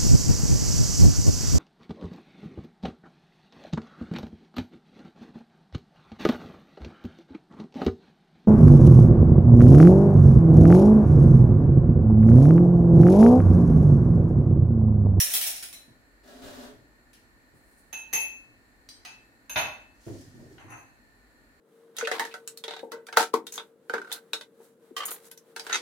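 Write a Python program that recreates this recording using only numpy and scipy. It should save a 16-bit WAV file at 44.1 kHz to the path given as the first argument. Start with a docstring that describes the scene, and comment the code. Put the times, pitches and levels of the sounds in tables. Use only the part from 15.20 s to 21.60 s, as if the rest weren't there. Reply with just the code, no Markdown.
"""Cutlery rattles as a spoon is taken from a drawer; the drawer rumbles shut on its runners.
The spoon clinks in a drinking glass and is put down on the stone counter. A water jug changes hands
with dull bumps, and the glass is nudged along the counter. Contacts are damped modes and noise bursts;
friction is noise that swells with each slip. All is heard mostly through a hard-walled kitchen,
over a low rumble and a faint whirr."""
import sys
import numpy as np
from scipy import signal
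from scipy.fft import rfft, irfft, next_fast_len
from scipy.io import wavfile
from scipy.ndimage import map_coordinates

SR = 44100
rng = np.random.default_rng(int(sys.argv[2]) if len(sys.argv) > 2 else 0)


def log_audio(samples):
    """Write samples as a 16-bit WAV file to the path given in sys.argv[1]."""
    # one column per channel
    frames = np.atleast_2d(samples).T
    # limit to full scale, then quantise
    limited = np.clip(frames, -1, 1)
    pcm = np.round(limited * 32767).astype(np.int16)
    wavfile.write(sys.argv[1], SR, pcm)


N = 282228
T = np.arange(int(.6 * SR)) / SR  # time axis of one contact or room tail, s
STEEL_BRIGHT_HZ = 16120

# Steel clash spectrum. Each row: frequency in Hz, relative density in dB.
CLASH_SPECTRUM = [(150, -80.5), (350, -33.5), (700, -7), (1000, -21), (1800, -6.5), (3800, -3), (4700, -7),
                  (5700, -1), (8000, -4), (9800, 1.5), (11000, 1), (15500, 3)]
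# Dull bump spectrum. Each row: frequency in Hz, relative density in dB.
BUMP_SPECTRUM = [(35, -59), (75, -9), (115, 7.5), (160, -4.5), (200, -15.5), (270, 4.5), (360, -6.5),
                 (470, -15), (680, -17), (1000, -34), (3000, -46)]


def amp(db):
    """Decibels to gain."""
    return 10 ** (np.asarray(db) / 20)


def unit(x):
    """Scale to rms 1."""
    return x / np.sqrt(np.mean(x ** 2) + 1e-20)


def along(points, hz):
    """Interpolate (Hz, value) points on a log frequency axis."""
    knots_hz, values = np.transpose(points)
    return np.interp(np.log(hz + 1), np.log(knots_hz), values)


def filtered(x, response):
    """Zero-phase filter with gain response(hz)."""
    n = x.shape[-1]
    size = next_fast_len(n + SR // 10)
    return irfft(rfft(x, size) * response(np.fft.rfftfreq(size, 1 / SR)), size)[..., :n]


def noise(spectrum, size):
    """Coloured noise of rms 1."""
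    return unit(filtered(rng.standard_normal(size), lambda hz: amp(along(spectrum, hz))))


def wobble(rate_hz):
    """Smooth random curve with knots at rate_hz."""
    knots = rng.standard_normal(int(N * rate_hz / SR) + 4)
    return map_coordinates(knots, [np.arange(N) * rate_hz / SR])


def diffuse(size):
    """White stereo noise, alike in the bass, unrelated in the treble."""
    # Each row: frequency in Hz, left-right correlation.
    coherence = [(30, 0.31), (70, 0.5), (250, .86), (500, 0.72), (900, 0.11), (1500, -0.18), (3000, -0.026),
                 (12000, -0.019)]

    def mid_side_gains(hz):
        angle = np.arccos(np.clip(along(coherence, hz), -1, 1)) / 2
        return np.array([np.cos(angle), np.sin(angle)])

    mid, side = filtered(rng.standard_normal((2, size)), mid_side_gains)
    return np.array([mid + side, mid - side])


def kitchen(x, direct_db=-8, build_s=0.00048, sparse_s=0.0078):
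    """Weak direct sound, a few near reflections, a dense tail off tiles and stone; new per call."""
    # Each row: frequency in Hz, reverberation t60 in s.
    room_decay = [(100, 0.48), (400, 0.52), (1000, 0.48), (3000, 0.44), (7000, 0.38), (15000, 0.31)]
    hz, t, spectra = signal.stft(diffuse(len(T)), SR, nperseg=256)
    decay = amp(-60 * t / along(room_decay, hz)[:, None])
    tail = signal.istft(spectra * decay, SR, nperseg=256)[1][:, :len(T)]
    tail *= 1 - np.exp(-T / build_s)
    # early reflections arrive singly, then merge
    spikiness = np.exp(-T / sparse_s)
    tail *= np.exp(spikiness * rng.standard_normal(tail.shape) - spikiness ** 2)
    tail /= np.linalg.norm(tail, axis=1, keepdims=True)
    tail[:, 0] += amp(direct_db)
    return signal.fftconvolve(x[None], tail, axes=1)[:, :len(x)]


def add_in_room(out, start_s, x, direct_db=-8):
    """Mix contact x, with its reverberation, into out."""
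    part = out[:, max(round(start_s * SR), 0):][:, :len(T)]
    part += kitchen(x, direct_db)[:, :part.shape[1]]


def blow(x, db):
    """Scale a contact to the energy of 30 ms at level db."""
    return amp(db) * x * np.sqrt(.03 * SR / np.sum(x ** 2))


def softness(hz, bright_hz):
    """Low-pass gain: a softer contact excites less treble."""
    return 1 / np.sqrt(1 + (hz / bright_hz) ** 4)


def ring(modes, bright_hz, scatter_db=1):
    """Decaying modes; their strengths vary slightly per contact."""
    hz, db, t60_s = np.transpose(modes)[:, :, None]
    gain = amp(db + scatter_db * rng.standard_normal(hz.shape)) * softness(hz, bright_hz)
    return np.sum(gain * amp(-60 * T / t60_s) * np.sin(2 * np.pi * hz * T), axis=0)


def burst(spectrum, t60_s, bright_hz=SR):
    """Many close, damped modes as decaying coloured noise."""
    return filtered(noise(spectrum, len(T)), lambda hz: softness(hz, bright_hz)) * amp(-60 * T / t60_s)


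def flurry(start_s, length_s, count, scatter_db=4.0):
    """Unevenly spaced small contacts. Each row: time in s, level offset in dB."""
    chance = rng.random((count, 2))
    times_s = start_s + length_s * (np.arange(count) + chance[:, 0] / 2) / count
    return zip(times_s, scatter_db * (2 * chance[:, 1] - 1))


def rub(strokes, spectrum, attack_s, release_s, grain_db, slip_hz):
    """Friction in the room: strokes rise, hold and die away; the noise swells with each slip."""
    t = np.arange(N) / SR
    effort = np.zeros(N)
    for start_s, length_s, db in strokes:
        rise = np.clip((t - start_s) / attack_s, 0, 1)
        fall = np.exp(-np.maximum(t - start_s - length_s, 0) / release_s)
        effort += amp(db) * rise * fall
    friction = unit(noise(spectrum, N) * amp(grain_db * wobble(slip_hz)))
    return kitchen(effort * friction)


def room_noise(level_db=-60.0):
    """Steady low rumble and a faint whirr in a few broad bands."""
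    # Each row: frequency in Hz, relative density in dB.
    air_spectrum = [(20, -13), (48, 12), (70, 0), (110, 0.5), (170, -7.5), (260, 3.5), (400, -5), (800, -8),
                    (1200, -10.5), (2300, -11.5), (3200, -23), (5500, -25), (12500, -24.5), (15500, -30)]
    # Each row: centre in Hz, width in Hz, relative peak in dB.
    whirr_bands = [(1463, 130, -5.5), (1803, 190, 0.5), (4257, 570, -12), (7380, 850, -18.5),
                   (10400, 430, -31.5)]

    def response(hz):
        whirr_power = sum(amp(db) ** 2 / (1 + (2 * (hz - centre_hz) / width_hz) ** 2) ** 2
                          for centre_hz, width_hz, db in whirr_bands)
        return np.sqrt(amp(along(air_spectrum, hz)) ** 2 + whirr_power)

    return unit(filtered(diffuse(N), response)) * amp(level_db)


def cutlery(stirred_ring_db=-4.5, bright_at_db=-19, db_per_octave=27):
    """Steel pieces clash and ring, damped by one another and screened by the drawer."""
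    # Each row: start in s, clash level in dB, ring over clash in dB.
    contacts = [(0.001, -18.5, -6), (0.137, -22.5, -35), (0.149, -24, -9), (0.2129, -27.5, -16),
                (0.4262, -37, -7.5), (0.527, -43, -10.5), (1.932, -57.5, -7.5)]
    # The hand stirs the pieces. Each row: start in s, length in s, mean clash level in dB.
    rummages = [(0.062, 0.083, -36.5), (0.22, 0.062, -31), (0.304, 0.08, -46)]
    # Each row: frequency in Hz, relative level in dB, t60 in s.
    steel_modes = [(4200, -17, 0.29), (5510, 3, 0.0675), (5700, -16.5, .1), (9400, 1, 0.0757),
                   (8570, -5.5, 0.1), (9870, 6, 0.1), (12260, -15.5, .15), (12730, -14.5, 0.16),
                   (13200, -6.5, 0.066), (13600, -5, 0.1676), (14700, -19, 0.23), (14620, -11.5, 0.1034)]
    stirred = [(time_s, db + offset_db, stirred_ring_db)
               for start_s, length_s, db in rummages
               for time_s, offset_db in flurry(start_s, length_s, count=5)]
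    out = np.zeros((2, N))
    for start_s, db, ring_db in contacts + stirred:
        bright_hz = STEEL_BRIGHT_HZ * 2 ** ((db - bright_at_db) / db_per_octave)  # harder is brighter
        clash = blow(burst(CLASH_SPECTRUM, t60_s=0.037, bright_hz=bright_hz), db)
        chime = blow(ring(steel_modes, bright_hz), db + ring_db)
        add_in_room(out, start_s, chime + clash, direct_db=-9.5)
    return out


def lifted_piece(start_s=0.538, level_db=-48.5):
    """One piece comes clear of the damping pile and rings thinly."""
    # Each row: frequency in Hz, relative level in dB, t60 in s.
    free_modes = [(4021, 5, 0.22), (7330, -13, 0.18), (9430, -2, 0.21), (12020, -15, 0.2),
                  (13840, -10, 0.17)]
    out = np.zeros((2, N))
    add_in_room(out, start_s, blow(ring(free_modes, STEEL_BRIGHT_HZ), level_db))
    return out


def drawer_and_jug_bumps(settle_s=5.06, settle_db=-49.5, fade_db_per_s=8):
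    """Soft, ringless bumps; a last run of small ones fades as the jug settles in the hand."""
    # Each row: start in s, level in dB.
    bumps = [(0.679, -56), (1.224, -50.5), (1.529, -53.5), (2.334, -60), (3.264, -61), (4.866, -38.5),
             (4.882, -38.5), (4.949, -44.5), (5.192, -48)]
    settling = [(time_s, settle_db - fade_db_per_s * (time_s - settle_s) + offset_db)
                for time_s, offset_db in flurry(settle_s, length_s=0.55, count=8)]
    out = np.zeros((2, N))
    for start_s, db in bumps + settling:
        add_in_room(out, start_s, blow(burst(BUMP_SPECTRUM, t60_s=0.12), db))
    return out


def drawer_slide():
    """The drawer rumbles on its runners."""
    # Each row: start in s, length in s, level in dB.
    pushes = [(1.03, 0.051, -55), (1.07, 0.14, -52.5), (1.215, 0.088, -45.5), (1.325, 0.097, -47.5),
              (1.425, 0.036, -49)]
    # Each row: frequency in Hz, relative density in dB.
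    runner_spectrum = [(70, -7.5), (190, -25), (255, 9.5), (330, -18), (400, 4), (490, -10), (580, -1.5),
                       (900, -8), (1150, -14.5), (1550, -9.5), (2300, -18.5), (3500, -15), (9000, -23.5),
                       (15500, -27)]
    return rub(pushes, runner_spectrum, attack_s=0.005, release_s=0.022, grain_db=1.5, slip_hz=140)


def arm_swish():
    """Cloth brushes lightly as the arm reaches over the glass."""
    # Each row: start in s, length in s, level in dB.
    strokes = [(2.31, 0.23, -64)]
    # Each row: frequency in Hz, relative density in dB.
    swish_spectrum = [(3000, -23.5), (6000, -10.5), (9500, 0.5), (12000, -8.5), (15500, -7.5)]
    return rub(strokes, swish_spectrum, attack_s=0.058, release_s=0.11, grain_db=7.5, slip_hz=50)


def glass_clinks(free_ring_db=10.5, weight_damping_db=19, free_knock_db=-16, weight_knock_db=15):
    """The spoon clacks, rings the glass and knocks the counter; weight trades ring for knock. 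The heavy knock
    at 5.38 s is the glass itself, just before it slides."""
    # Each row: start in s, clack level in dB, weight (0 free tap, 1 heavy contact), treble cutoff in Hz.
    clinks = [(2.728, -43.5, 0.044, 5900), (2.929, -39.5, 0.025, 14000), (2.9339, -32, 0.022, 14900),
              (3.8515, -46, 0.56, 3600), (4.296, -41.5, 0.27, 15000), (4.359, -26, 0.91, 3800),
              (4.371, -31, 0.64, 15500), (4.44, -44, 0.33, 2900), (5.38, -54.5, 1, 1920),
              (5.502, -63.5, 0.033, 10100), (5.572, -66, 0.076, 9000)]
    # Each row: frequency in Hz, relative level in dB, t60 in s.
    glass_modes = [(902, -19, 0.16), (2610, -7, 0.44), (2645, -14, 0.12), (3120, -20.5, 0.13),
                   (5992, -37, 0.085), (6358, -6, 0.13), (6358, 2.5, 0.045), (6840, -21, 0.061),
                   (8240, -21, 0.084), (9410, -18, .13), (10740, -7, .1), (10690, -3, .14),
                   (11680, -6, 0.11), (11950, -2, 0.067), (12000, -11.5, 0.19), (13600, -20, 0.18),
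                   (14900, -12.5, .15), (15440, -17, .15)]
    # Each row of both: frequency in Hz, relative density in dB.
    clack_spectrum = [(150, -39), (300, -14), (600, -26), (900, -5), (1150, -10.5), (1600, -7.5),
                      (2500, 0.5), (3400, -9), (4200, -8), (5000, -17), (6500, -7.5), (8000, -39),
                      (11500, -9.5), (16000, -37)]
    counter_spectrum = [(40, -34.5), (110, -3.5), (165, -13.5), (280, -11), (390, -11), (520, -5.5),
                        (900, 4), (1200, -7), (1550, 2), (3000, -24), (8000, -62.5)]
    out = np.zeros((2, N))
    for start_s, db, weight, bright_hz in clinks:
        clack = blow(burst(clack_spectrum, t60_s=.022, bright_hz=bright_hz), db)
        knock = blow(burst(counter_spectrum, t60_s=0.14), db + free_knock_db + weight_knock_db * weight)
        chime = blow(ring(glass_modes, bright_hz), db + free_ring_db - weight_damping_db * weight)
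        add_in_room(out, start_s, chime + clack + knock, direct_db=-10.5)
    return out


def spoon_ticks():
    """Held in the open, the spoon gives short, sharp ticks."""
    # Each row: start in s, ring level in dB, clash level in dB, treble cutoff in Hz.
    ticks = [(3.689, -47.5, -54.5, 7160), (3.8507, -50, -50, 3980)]
    # Each row: frequency in Hz, relative level in dB, t60 in s.
    spoon_modes = [(3160, -10, 0.24), (3970, -24, 0.09), (4060, 7, 0.054), (4740, 12.5, 0.035),
                   (5150, 3.5, 0.06), (5870, 13, 0.017), (8440, 5, 0.15), (8850, -8, 0.13)]
    out = np.zeros((2, N))
    for start_s, ring_db, clash_db, bright_hz in ticks:
        clash = blow(burst(CLASH_SPECTRUM, t60_s=0.031, bright_hz=bright_hz), clash_db)
        chime = blow(ring(spoon_modes, bright_hz), ring_db)
        add_in_room(out, start_s, chime + clash, direct_db=-4.5)
    return out


def sleeve_rustle():
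    """A sleeve rubs as the jug changes hands."""
    # Each row: start in s, length in s, level in dB.
    strokes = [(4.72, 0.25, -59), (5.0, 0.3, -69.5)]
    # Each row: frequency in Hz, relative density in dB.
    cloth_spectrum = [(1000, -12), (2500, -4), (6000, 3.5), (10000, -4.5), (15500, -12)]
    return rub(strokes, cloth_spectrum, attack_s=0.19, release_s=0.099, grain_db=-3.5, slip_hz=98)


def glass_slide():
    """The foot of the glass chatters over stone."""
    # Each row: start in s, length in s, level in dB.
    nudges = [(5.375, 0.06, -54.5), (5.45, 0.087, -50.5), (5.57, 0.036, -54)]
    # Each row: frequency in Hz, relative density in dB.
    scrape_spectrum = [(400, -27), (700, -5), (1000, 5), (1220, -2.5), (1550, -0.5), (2100, -5), (2650, -2),
                       (3100, -27), (5400, -34), (6250, -8.5), (7500, -28), (10500, -19.5), (15000, -56)]
    return rub(nudges, scrape_spectrum, attack_s=0.012, release_s=0.009, grain_db=7.5, slip_hz=180)


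def scene():
    """Stereo sum of contacts, friction and room noise."""
    contacts = cutlery() + lifted_piece() + drawer_and_jug_bumps() + glass_clinks() + spoon_ticks()
    friction = drawer_slide() + arm_swish() + sleeve_rustle() + glass_slide()
    return contacts + friction + room_noise()


def record(dry):
    """Steep low-pass at the band limit."""
    cutoff_hz = 15900
    return filtered(dry, lambda hz: 1 / (1 + (hz / cutoff_hz) ** 160))


dry = scene()
out = record(dry)
log_audio(out)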